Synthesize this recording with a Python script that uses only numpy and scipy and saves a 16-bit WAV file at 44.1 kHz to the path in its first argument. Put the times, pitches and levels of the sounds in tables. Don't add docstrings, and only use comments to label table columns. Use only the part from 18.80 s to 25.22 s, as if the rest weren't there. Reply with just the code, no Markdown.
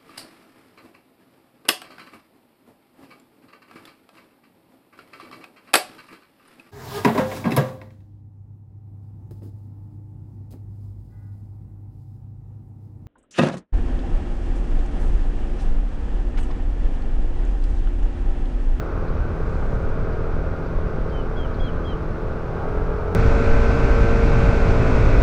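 import sys
import numpy as np
from scipy import signal
from scipy.fft import rfft, irfft, next_fast_len
from scipy.io import wavfile
from scipy.ndimage import uniform_filter1d

SR = 44100
rng = np.random.default_rng(int(sys.argv[2]) if len(sys.argv) > 2 else 0)


def wrap_up_sound(samples):
    columns = np.atleast_2d(samples).T
    tamed = np.clip(columns, -1, 1)
    steps = np.round(tamed * 32767).astype(np.int16)
    wavfile.write(sys.argv[1], SR, steps)


N = 283122
T = np.arange(N) / SR
JUMP_S = 4.3499
LORRY_S = 3.79


def undb(db):
    return 10 ** (np.asarray(db) / 20)


def curve(rows):
    return np.interp(T, *np.transpose(rows))


def ramp(from_s, to_s):
    return np.clip((T - from_s) / (to_s - from_s), 0, 1)


def swell(at_s, rise_s, fall_s):
    return np.exp(-((T - at_s) / np.where(T < at_s, rise_s, fall_s)) ** 2)


def unit(x):
    return x / np.sqrt(np.mean(x ** 2))


def walk(rate_hz):
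    size = next_fast_len(N, real=True)
    hz = np.arange(size // 2 + 1) * SR / size
    spectrum = rfft(rng.standard_normal(size)) / (1 + (hz / rate_hz) ** 4)
    return unit(irfft(spectrum, size)[:N])


def colour(x, points):
    hz, db = np.transpose(points)
    bins_hz = np.arange(N // 2 + 1) * SR / N + 1
    gain = undb(np.interp(np.log(bins_hz), np.log(hz), db))
    return unit(irfft(rfft(x) * gain, N))


def hiss(centre_hz, width_hz):
    bins_hz = np.arange(N // 2 + 1) * SR / N
    bell = np.exp(-((bins_hz - centre_hz) / width_hz) ** 2)
    return unit(irfft(rfft(rng.standard_normal(N)) * bell, N))


def engine(revs, cycles, orders, change, load_db, shimmer_db, rough, drift_turns):
    # centre f/Hz, width/Hz, extra gain at centre (ratio)
    resonance_rows = [(450, 37, 0.7), (1416, 30, 0.96)]
    body_edge_hz = 1566
    firing_hz = curve(revs)
    out = 0
    for order, first_db, second_db in orders:
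        tone_hz = order * firing_hz
        db = first_db + change * (second_db - first_db) + shimmer_db * np.tanh(walk(4.4))
        lift = 1 + sum(gain / (1 + (2 * (tone_hz - centre_hz) / width_hz) ** 2)
                       for centre_hz, width_hz, gain in resonance_rows)
        shield = 1 / np.sqrt(1 + (tone_hz / body_edge_hz) ** 60)
        turns = order * cycles + rng.random() + drift_turns * walk(5)
        out = out + lift * shield * undb(db) * np.sin(2 * np.pi * turns)
    return out * undb(load_db) * (1 + rough * walk(40))


def crank(revs, wobble):
    return np.cumsum(curve(revs) * (1 + wobble * walk(9.5))) / SR


def throttle(revs):
    hz = curve(revs)
    in_stretch = (T >= revs[0][0]) & (T <= revs[-1][0])
    return hz - hz[in_stretch].mean()


def road(cycles, roar_db, spectrum, firing_depth, turn_depth, flutter_db, clatter_hz=2000):
    pulsing = firing_depth * np.cos(2 * np.pi * cycles) + turn_depth * np.cos(4 * np.pi * cycles)
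    rush = rng.standard_normal(N) * undb(flutter_db * walk(25))
    bins_hz = np.arange(N // 2 + 1) * SR / N
    clatter = irfft(rfft(rush * pulsing) / (1 + (bins_hz / clatter_hz) ** 2), N)
    return colour(rush + clatter, spectrum) * undb(roar_db)


def spray(grain_db=3, centre_hz=6500, width_hz=2800):
    wet_s, wet_half_s, spray_db = 0.83, 0.31, -68.5
    droplets = unit(hiss(centre_hz, width_hz) * undb(grain_db * walk(300)))
    return droplets * undb(spray_db) * swell(wet_s, wet_half_s, wet_half_s)


def wind(gust_rows, flutter_rows):
    # f/Hz, relative level/dB per Hz
    rumble_spectrum = [(4, -15.5), (15, 1), (27, 1.5), (50, -3.5), (70, -12), (120, -27.5), (500, -71),
                       (5000, -140)]
    # f/Hz, relative level/dB per Hz
    flutter_spectrum = [(30, -25), (60, -3), (85, 0), (135, -5.5), (190, -10.5), (250, -13.5), (500, -40.5),
                        (1200, -34), (3000, -84.5), (8000, -120)]
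    rumble = eddies(rumble_spectrum, even_s=0.12, lumpy_db=0.3) * undb(curve(gust_rows))
    flutter = eddies(flutter_spectrum, even_s=0.13, lumpy_db=1.0) * undb(curve(flutter_rows))
    return rumble + flutter


def eddies(spectrum, even_s, lumpy_db):
    x = colour(rng.standard_normal(N) * undb(lumpy_db * np.tanh(walk(35))), spectrum)
    size = int(even_s * SR)
    power = uniform_filter1d(uniform_filter1d(x ** 2, size), size)
    return unit(x / np.sqrt(power))


def fairing(level_db=-45.0, centre_hz=2330, width_hz=470, full_s=4.9, gust_db=-0.5):
    level = undb(level_db + gust_db * np.tanh(walk(3.4)))
    return hiss(centre_hz, width_hz) * ramp(JUMP_S, full_s) * level


def lorry(centre_hz=815, width_hz=110, half_s=0.11, level_db=-40.5):
    return hiss(centre_hz, width_hz) * undb(level_db) * swell(LORRY_S, half_s, half_s)


def bird(third_db=-13, bright_s=0.023, fourth_db=-29, second_ratio=1.253, second_at_s=0.064,
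         second_half_s=0.026, waver=0.0041, tremble_db=1.0):
    # start t/s, length/s, attack/s, top pitch f/Hz, sag/Hz, final drop/Hz, mid-call lilt/Hz,
    # initial level/dB, second voice relative to first/dB
    call_rows = [(2.306, 0.128, 0.045, 3120, 170, 200, 2, -48.5, -35),
                 (2.556, 0.115, .02, 3280, 200, 330, 2, -46, -28),
                 (2.79, 0.12, 0.017, 3265, 60, 440, 63, -44.7, -13.5),
                 (3.041, 0.11, .014, 3240, 213, 230, 10, -45, -11.5)]
    release_s, fade_db_per_s = 0.023, 20
    scoop_hz, scoop_s, drop_s = 146.6, 0.019, 0.0354
    overshoot_hz, bump_s = 75, 0.013
    out = 0
    unsteady = 1 + waver * walk(124)
    for start_s, length_s, attack_s, top_hz, sag_hz, drop_hz, lilt_hz, db, second_db in call_rows:
        age = np.clip(T - start_s, 0, length_s)
        left = length_s - age
        envelope = np.minimum(age / attack_s, 1) * np.minimum(left / release_s, 1)
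        envelope = envelope * undb(db - fade_db_per_s * age)

        scoop = scoop_hz * np.maximum(1 - age / scoop_s, 0)
        sag = sag_hz * (age - scoop_s) / length_s
        drop = drop_hz * np.maximum(1 - left / drop_s, 0)
        overshoot = overshoot_hz * swell(start_s + scoop_s, bump_s, bump_s)
        lilt = lilt_hz * swell(start_s + second_at_s, bump_s, bump_s)
        hz = top_hz - scoop - sag - drop + overshoot + lilt
        phase = 2 * np.pi * np.cumsum(hz * unsteady) / SR

        third = undb(third_db) * np.exp(-age / bright_s) * np.sin(3 * phase / 2)
        fourth = undb(fourth_db) * np.sin(2 * phase)
        voice = np.sin(phase) + third + fourth
        second_swell = swell(start_s + second_at_s, second_half_s, second_half_s)
        second = undb(second_db) * second_swell * np.sin(second_ratio * phase)
        out = out + np.sqrt(2) * envelope * (voice + second)
    return foliage(out * undb(tremble_db * walk(60)))


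def foliage(x, scatter_db=-14, decay_s=0.099):
    age = T[:SR // 2]
    tail = rng.standard_normal(len(age)) * np.exp(-age / decay_s)
    return x + undb(scatter_db) * signal.fftconvolve(x, tail / np.linalg.norm(tail))[:N]


def ticks(length_s=0.009, width_hz=650):
    # t/s, centre f/Hz, level/dB
    tick_rows = [(.288, 4300, -58), (.75, 4500, -59), (1.335, 4750, -61), (1.865, 4900, -61.5),
                 (2.3, 4700, -60), (2.748, 4150, -59)]
    return sum(hiss(hz, width_hz) * undb(db) * swell(at_s, length_s, length_s)
               for at_s, hz, db in tick_rows)


def click(size_db=-11, decay_s=0.0011):
    return -undb(size_db) * (T >= JUMP_S) * np.exp(-np.abs(T - JUMP_S) / decay_s)


def cruising():
    # t/s, firing rate f/Hz
    cruise_revs = [(0.06, 39.7), (0.58, 39.75), (0.84, 40.05), (0.91, 40.5), (1.2, 40.95), (1.41, 40.95),
                   (1.8, 40.45), (2.32, 39.68), (2.49, 39.8), (2.61, 40.6), (2.93, 40.7), (3.03, 40.1),
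                   (3.2, 39.55), (3.33, 39.55), (3.43, 40.0), (3.73, 40.35), (3.95, 42.25), (4.3, 42.4)]
    # multiple of firing rate, relative level before/dB, from the lorry onward/dB
    cruise_orders = [(2, -41, -42), (3, -42.5, -47.5), (4, -39, -39), (6, -46.5, -49.5), (7, -53, -47.5),
                     (8, -45.5, -51), (9, -43.5, -45.5), (10, -44, -39.5), (11, -44, -43.5),
                     (12, -52.5, -47), (13, -44.5, -56), (14, -50.5, -47), (15, -49.5, -50), (16, -48, -50),
                     (18, -59, -55), (20, -57, -53), (21, -62, -52.5), (22, -61, -55), (23, -59.5, -65),
                     (24, -68, -56), (27, -54.5, -51.5), (29, -55, -51.5), (31, -52, -50), (33, -58, -55.5),
                     (35, -57, -61), (38, -55, -51), (39, -57.5, -51)]
    # f/Hz, relative level/dB per Hz
    cruise_spectrum = [(100, -6), (250, -1.1), (370, -2), (480, 0), (580, -2), (760, -5.3), (1000, -8),
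                       (1480, -7), (1780, -17.5), (2450, -21.5), (2950, -28.5), (4000, -32.5), (6000, -38),
                       (7000, -45), (11000, -52.5), (15500, -55)]
    # t/s, rumble level/dB
    cruise_gusts = [(0, -27.5), (.28, -22), (.42, -20.5), (.55, -26.5), (.7, -21.5), (1.15, -20),
                    (1.38, -23.5), (1.58, -20), (1.8, -29.5), (1.95, -20.5), (2.35, -24), (2.62, -23),
                    (2.88, -20), (3.02, -26), (3.5, -26.5), (3.73, -30), (4.02, -20), (4.3, -29)]
    # t/s, flutter level/dB
    cruise_flutter = [(0, -31), (.8, -28), (1.5, -30.5), (2.5, -30), (3.1, -31), (4.3, -31)]
    approach_s, retreat_s = 0.049, 0.97
    cycles = crank(cruise_revs, wobble=0.00244)
    push_hz = throttle(cruise_revs)
    beside = swell(LORRY_S, approach_s, retreat_s)
    engine_db = 3 + 0.77 * push_hz + 2 * beside
    roar_db = -34.5 + 0.13 * push_hz + 0.9 * beside
    recolour = ramp(LORRY_S - 2 * approach_s, LORRY_S)
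    drone = engine(cruise_revs, cycles, cruise_orders, recolour, engine_db,
                   shimmer_db=2.4, rough=0.18, drift_turns=0.031)
    tyres = road(cycles, roar_db, cruise_spectrum, firing_depth=0.092, turn_depth=0.059, flutter_db=-0.1)
    buffets = wind(cruise_gusts, cruise_flutter)
    return drone + tyres + buffets + lorry() + spray() + ticks() + bird()


def speeding(roar_rise_db_per_s=0.4):
    # t/s, firing rate f/Hz
    fast_revs = [(4.36, 56.6), (5.21, 57.3), (5.62, 57.2), (6.01, 56.2), (6.37, 55.5)]
    # multiple of firing rate, relative level on open throttle/dB, on eased throttle/dB
    fast_orders = [(1, -25.5, -22), (2, -27, -26), (3, -39, -35.5), (4, -32.5, -35.5), (5, -41, -36.5),
                   (6, -42.5, -45.5), (7, -34.5, -34), (8, -30.5, -34), (9, -45, -35.5), (10, -33, -37.5),
                   (11, -53, -38.5), (12, -43, -38.5), (14, -42.5, -47), (15, -45, -52), (16, -46, -57),
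                   (17, -56, -45.5), (18, -45.5, -44), (19, -53, -50), (20, -46, -47), (21, -51, -44),
                   (22, -46, -46), (23, -42, -43), (24, -41, -54), (25, -47.5, -49), (26, -44, -43),
                   (27, -37, -41), (28, -50, -43)]
    # f/Hz, relative level/dB per Hz
    fast_spectrum = [(100, -4), (205, 0), (255, 8.5), (310, 4), (480, 1.5), (650, 1.8), (850, -3.5),
                     (1520, -6.5), (1720, -9.5), (2550, -11), (2950, -21.5), (3700, -22), (5900, -27.5),
                     (8000, -37), (11000, -53.5), (15500, -61)]
    # t/s, rumble level/dB
    fast_gusts = [(4.35, -18.5), (4.49, -11), (4.6, -21), (4.7, -11), (4.8, -12.5), (4.9, -17.5),
                  (5.2, -14.5), (5.3, -15), (5.52, -16.5), (5.64, -11.5), (5.76, -16), (6.12, -17),
                  (6.4, -12.5)]
    # t/s, flutter level/dB
    fast_flutter = [(4.38, -19), (4.52, -24.5), (4.72, -23.5), (4.85, -25), (5.08, -24), (5.45, -23.5),
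                    (5.6, -17.5), (5.76, -24.5), (5.9, -20), (6.4, -22)]
    ease_from_s, ease_to_s = 5.73, 6.01
    cycles = crank(fast_revs, wobble=0.0015)
    drone = engine(fast_revs, cycles, fast_orders, ramp(ease_from_s, ease_to_s), load_db=2.5,
                   shimmer_db=2.2, rough=0.076, drift_turns=0.012)
    middle_s = (JUMP_S + T[-1]) / 2
    roar_db = -26 + roar_rise_db_per_s * (T - middle_s)
    tyres = road(cycles, roar_db, fast_spectrum, firing_depth=0.11, turn_depth=0.098, flutter_db=0.36)
    return drone + tyres + fairing() + wind(fast_gusts, fast_flutter)


def scene():
    fast = ramp(JUMP_S, JUMP_S + 0.001)
    return ((1 - fast) * cruising() + fast * speeding() + click())[None]


def record(dry):
    top_hz = 15700
    rounded = 2 * np.tanh(dry / 2)
    lowpass = signal.ellip(8, 0.2, 70, top_hz, fs=SR, output="sos")
    return signal.sosfilt(lowpass, rounded)


dry = scene()
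out = record(dry)
wrap_up_sound(out)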